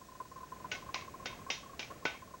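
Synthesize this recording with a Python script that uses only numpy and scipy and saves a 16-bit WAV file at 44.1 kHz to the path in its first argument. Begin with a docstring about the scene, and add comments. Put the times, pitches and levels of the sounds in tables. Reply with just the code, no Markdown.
"""A small workshop, heard from a camera microphone with its own hiss, mains hum and thin whine.
From the start, an uneven string of hollow pips near 1 kHz, perhaps water bubbling or dripping, runs
in the background over a low rumble. From 0.7 s a hammer in front taps a steel piece on an anvil six
times: the damped steel clacks, rings briefly and four times rattles back. One dull knock falls
before the last tap, and the pips carry on to the end."""
import sys
import numpy as np
from scipy import signal
from scipy.fft import rfft, irfft, next_fast_len
from scipy.io import wavfile
from scipy.ndimage import map_coordinates

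SR = 44100
rng = np.random.default_rng(int(sys.argv[2]) if len(sys.argv) > 2 else 0)


def digitize_waveform(pressure):
    """Quantize a signal to 16-bit integers and store it at the path in sys.argv[1].

    Rows of a 2-D input are taken as channels; values are limited to [-1, 1].
    """
    field = np.atleast_2d(pressure).T
    bounded = np.clip(field, -1, 1)
    quanta = np.round(bounded * 32767).astype(np.int16)
    wavfile.write(sys.argv[1], SR, quanta)


N = 105840

# Spectrum of steel clacking on steel: frequency_hz, level_db
CLACK_SPECTRUM = [(60, -24), (200, -3.5), (400, -3.5), (800, -1), (1280, -5.5), (1750, -4.5), (2150, 2.5),
                  (2700, 0.5), (3450, -5), (4050, -4.5), (4650, -8.5), (5700, -8), (6800, -11.5),
                  (7600, -18), (16000, -20)]
# Hollow spectrum of the plops and the knock: frequency_hz, level_db
PLOP_SPECTRUM = [(100, -50), (300, -2), (620, 4), (850, -10.5), (1100, 1.5), (1350, -5), (1600, -11.5),
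                 (2200, -16.5), (5000, -33)]


def amp(db):
    """Decibels to gain."""
    return 10 ** (np.asarray(db) / 20)


def along(points, hz):
    """Read (Hz, value) points on a log frequency axis."""
    frequencies, values = np.transpose(points)
    return np.interp(np.log(hz + 1), np.log(frequencies + 1), values)


def noise(spectrum, size):
    """Coloured noise of rms 1."""
    gain = amp(along(spectrum, np.fft.rfftfreq(size, 1 / SR)))
    coloured = irfft(rfft(rng.standard_normal(size)) * gain, size)
    return coloured / np.sqrt(np.mean(coloured ** 2) + 1e-20)


def causal(gain):
    """Minimum-phase impulse response: this gain, with no sound ahead of it."""
    cepstrum = irfft(np.log(np.maximum(gain, 1e-6)))
    cepstrum[1:len(cepstrum) // 2] *= 2
    cepstrum[len(cepstrum) // 2 + 1:] = 0
    return irfft(np.exp(rfft(cepstrum)))


def rise(t, tau_s):
    """Exponential attack."""
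    return 1 - np.exp(-t / tau_s)


def fade(t, t60_s):
    """Exponential decay, 60 dB down at t60_s."""
    return amp(-60 * t / t60_s)


def wobble(size, knots_per_s):
    """A smooth random curve."""
    knots = rng.standard_normal(int(size * knots_per_s / SR) + 4)
    return map_coordinates(knots, [np.arange(size) * knots_per_s / SR])


def add(out, start_s, sound):
    """Mix a sound in at start_s."""
    i = max(round(start_s * SR), 0)
    out[i:i + len(sound)] += sound[:max(len(out) - i, 0)]


def camera_noise():
    """Hiss, hum, faint steady tones and a line-scan whine that flutters at the mains rate."""
    # Hiss spectrum: frequency_hz, level_db
    hiss_spectrum = [(100, -5), (2000, -7.5), (3700, 2), (5500, 3.5), (6800, 5), (8500, -1), (11000, -6),
                     (15500, -13)]
    # Mains hum and faint whines: pitch_hz, level_db
    steady_tones = [(60, -72), (1798, -77), (2520, -80), (7868, -81)]
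    t = np.arange(N) / SR
    tones = sum(amp(db) * np.sin(2 * np.pi * hz * t) for hz, db in steady_tones)
    flutter = 1 + 0.15 * np.sin(2 * np.pi * 60 * t)
    whine = amp(-70) * flutter * np.sin(2 * np.pi * 15735 * t)
    return amp(-65) * noise(hiss_spectrum, N) + np.sqrt(2) * (tones + whine)


def rumble():
    """Low workshop room tone that swells a little midway."""
    # Room tone spectrum: frequency_hz, level_db
    spectrum = [(20, -11), (60, 0.5), (150, 2), (300, -2), (650, -4.5), (1000, -11.5), (1600, -12.5),
                (2500, -17.5), (5000, -33)]
    # Its swell: time_s, level_db
    swell = [(0, -59.5), (.3, -59), (.7, -53.5), (1.1, -54.5), (1.35, -51.5), (1.6, -56.5), (1.9, -54),
             (2.4, -58.5)]
    level_db = np.interp(np.arange(N) / SR, *np.transpose(swell))
    return amp(level_db) * noise(spectrum, N)


def pips():
    """Each pip swells into one hollow, wavering resonance, with a weak overtone and a soft plop."""
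    # Background pips: time_s, level_db, pitch_hz
    events = [(0.0154, -44.5, 1036), (0.0485, -56, 1065), (0.0873, -45, 1040), (0.1187, -45, 1027),
              (0.152, -43, 1034), (0.2028, -31, 1030), (0.2526, -45.5, 1020), (0.3166, -41, 1055),
              (0.3615, -39.5, 1064), (0.3776, -39, 1035), (0.407, -41.5, 1048), (0.4317, -38, 1024),
              (0.4675, -49, 1024), (0.5215, -34, 1031), (0.5621, -43, 1036), (0.603, -42, 1028),
              (0.6453, -33, 1023), (0.7576, -46, 1090), (0.7813, -45.5, 1056), (0.824, -41.5, 1032),
              (0.864, -43, 1051), (0.8902, -34, 1064), (0.957, -33, 1040), (0.9878, -42, 1018),
              (1.0216, -41, 1073), (1.0462, -44.5, 1046), (1.0791, -38.5, 1057), (1.1418, -37.5, 1042),
              (1.2, -40.5, 1062), (1.2266, -43, 1052), (1.304, -43.5, 1032), (1.3282, -39.5, 1054),
              (1.3371, -56, 1053), (1.3913, -44.5, 1050), (1.4159, -44, 1062), (1.4659, -38, 1053),
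              (1.4886, -39, 1102), (1.5773, -46, 1054), (1.5956, -53, 1060), (1.6329, -44.5, 1120),
              (1.6614, -43.5, 1060), (1.696, -43.5, 1120), (1.719, -53, 1077), (1.734, -43.5, 1077),
              (1.905, -38, 1076), (1.9603, -48.5, 1060), (2.026, -44.5, 1065), (2.1451, -43, 1070),
              (2.2236, -41, 1040), (2.276, -47.5, 1080), (2.3087, -47.5, 1060), (2.34, -38, 1035)]
    lead_s, rise_s, overtone_ratio = 0.00414, 0.0073, 1.46
    out, t = np.zeros(N), np.arange(SR // 5) / SR
    envelope = (1 - np.exp(-(t / rise_s) ** 2)) * fade(t, t60_s=0.052)
    for time_s, db, hz in events:
        phase = 2 * np.pi * hz * t + 0.27 * wobble(len(t), knots_per_s=170)
        tone = (np.sin(phase) + amp(-19) * np.sin(overtone_ratio * phase)) * envelope
        plop = noise(PLOP_SPECTRUM, len(t)) * rise(t, 0.0051) * fade(t, t60_s=0.088)
        add(out, time_s - lead_s, amp(db) * (amp(9) * tone + amp(-11) * plop))
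    return out


def knock():
    """One dull knock among the pips."""
    out, t = np.zeros(N), np.arange(SR // 5) / SR
    burst = noise(PLOP_SPECTRUM, len(t)) * rise(t, 0.0013) * fade(t, t60_s=0.19)
    add(out, start_s=1.903, sound=amp(-47) * burst)
    return out


def room_tail(t):
    """The clack scattered by the workshop, each band dying at its own speed."""
    # Workshop reverberation: frequency_hz, t60_s
    decay_times = [(200, 0.12), (1000, 0.39), (2800, .33), (5500, 0.37), (9000, 0.44)]
    hz, frame_s, bands = signal.stft(noise(CLACK_SPECTRUM, len(t)), SR, nperseg=256)
    bands *= fade(frame_s, along(decay_times, hz)[:, None])
    tail = signal.istft(bands, SR, nperseg=256)[1][:len(t)]
    return tail * rise(t, 0.007)


def thud(t):
    """A firm blow pushes the whole anvil into its block."""
    # Modes of the anvil on its block: pitch_hz, level_db, t60_s
    block_modes = [(183, -13.5, 0.034), (388, -7, 0.035), (776, -2, 0.016)]
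    return sum(amp(db) * fade(t, t60_s) * np.sin(2 * np.pi * hz * t) for hz, db, t60_s in block_modes)


def ring(t, low_db, middle_db, high_db):
    """Steel modes, wavering a little in the room; the spot that is struck sets their balance."""
    # Modes of hammer, piece and anvil: pitch_hz, level_db, t60_s
    steel_modes = [(1504, 0.5, 0.17), (1890, -16.5, 0.2), (2096, -9.5, 0.15), (2480, -60, 0.89),
                   (2570, -15, 0.37), (2722, -15, 0.19), (3130, -28, 0.084), (3220, -12.5, 0.39),
                   (3664, -7, 0.26), (5170, -11.5, 0.18), (5800, -22, 0.28), (5720, -14.5, 0.18),
                   (5806, -12.5, 0.24), (6600, -22.5, 0.2)]
    spot_balance = [(1600, low_db), (1900, 0.0094), (2900, 0.01), (3650, middle_db), (5000, high_db)]
    out = np.zeros(len(t))
    for hz, db, t60_s in steel_modes:
        phase = 2 * np.pi * (hz * t + rng.random()) + 0.55 * wobble(len(t), knots_per_s=70)
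        level_db = db + along(spot_balance, hz) + rng.normal()
        out += amp(level_db) * fade(t, t60_s) * np.sin(phase)
    return out * rise(t, 0.00074)


def clack(t, crack_db, centre_hz, bass_db, treble_db):
    """A sharp crack, the dense short ring of the clamped steel, and the room, coloured for one tap."""
    peak_db, width_oct = 4, 0.24
    hz = np.fft.rfftfreq(len(t), 1 / SR)
    snap = causal(amp(along(CLACK_SPECTRUM, hz)))
    grit = 0.24 * noise(CLACK_SPECTRUM, len(t)) * fade(t, t60_s=0.0057)
    crack = snap / np.abs(snap).max() + grit
    body = noise(CLACK_SPECTRUM, len(t)) * fade(t, t60_s=0.06)
    impact = amp(crack_db) * crack + amp(1) * body + amp(-7.5) * room_tail(t)
    bump_db = peak_db * np.exp(-(np.log2((hz + 1) / centre_hz) / width_oct) ** 2)
    shelves_db = along([(700, bass_db), (2000, 0), (2800, 0), (4800, treble_db)], hz)
    return signal.fftconvolve(impact, causal(amp(bump_db + shelves_db)))[:len(t)]


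def hammer():
    """Each tap touches, seats the piece on the anvil with a clack, and sometimes rattles back."""
    # Hammer blows: start_s, level_db, touch_lead_s, crack_db, clack_centre_hz, bass_db, treble_db,
    # low_modes_db, middle_modes_db, high_modes_db, thud_db
    taps = [(.7168, -36.5, 0.0022, 11.5, 2970, 1.5, 3, 3.5, -15, -3, -4),
            (0.9445, -35, 0.0033, 17, 2100, -2.5, 2, -18, -30, -5, -12),
            (1.2583, -37, 0.0031, 12, 2270, 1, 2, -6, 0, -6, -16),
            (1.5022, -32.5, 0.0012, -16, 2870, -2, 4, -20, 1, 3.5, -12),
            (1.7937, -37.5, 0.00073, -5, 2720, -0.5, 4, -10, -6, -7, -16),
            (2.0541, -30.5, .0019, 9.5, 2240, 4, -4, 1, -5.5, -13, 1.5)]
    # The piece rattling back: start_s, level_db, ping_hz, ping_db
    rebounds = [(0.751, -43, 2166, 2.5), (1.0113, -47, 4030, -8), (1.2747, -81, 2100, -9),
                (1.8291, -41, 2346, -1)]
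    low_cut_hz, high_cut_hz, high_cut_order = 170, 6910, 17.6
    out, t = np.zeros(N), np.arange(SR // 2) / SR
    for start_s, db, lead_s, crack_db, centre_hz, bass_db, treble_db, *modes_db, thud_db in taps:
        blow = clack(t, crack_db, centre_hz, bass_db, treble_db)
        blow += amp(-1.5) * ring(t, *modes_db) + amp(thud_db) * thud(t)
        add(out, start_s, amp(db) * blow)
        touch = noise(CLACK_SPECTRUM, len(t)) * rise(t, 0.00016) * fade(t, t60_s=0.057)
        add(out, start_s - lead_s, amp(db - 6) * touch)
    for start_s, db, ping_hz, ping_db in rebounds:
        ping = amp(ping_db) * np.sin(2 * np.pi * ping_hz * t) * fade(t, t60_s=0.092)
        rattle = noise(CLACK_SPECTRUM, len(t)) * fade(t, t60_s=0.04)
        add(out, start_s, amp(db) * (rattle + ping))
    # The taps carry little bass and only a trace of the top treble.
    hz = np.fft.rfftfreq(len(t), 1 / SR)
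    low_cut = hz ** 2 / np.hypot(hz ** 2, low_cut_hz ** 2)
    high_cut = 0.0078 + 1 / np.sqrt(1 + (hz / high_cut_hz) ** (2 * high_cut_order))
    return signal.fftconvolve(out, causal(low_cut * high_cut))[:N]


def scene():
    """Taps in front; pips, knock and rumble behind, in mono."""
    return (hammer() + pips() + knock() + rumble())[None]


def record(dry):
    """The camera adds its own noise and keeps nothing above 16 kHz."""
    size = next_fast_len(N + SR // 2)
    passband = np.fft.rfftfreq(size, 1 / SR) < 16000
    return irfft(rfft(dry + camera_noise(), size) * passband, size)[:, :N]


dry = scene()
out = record(dry)
digitize_waveform(out)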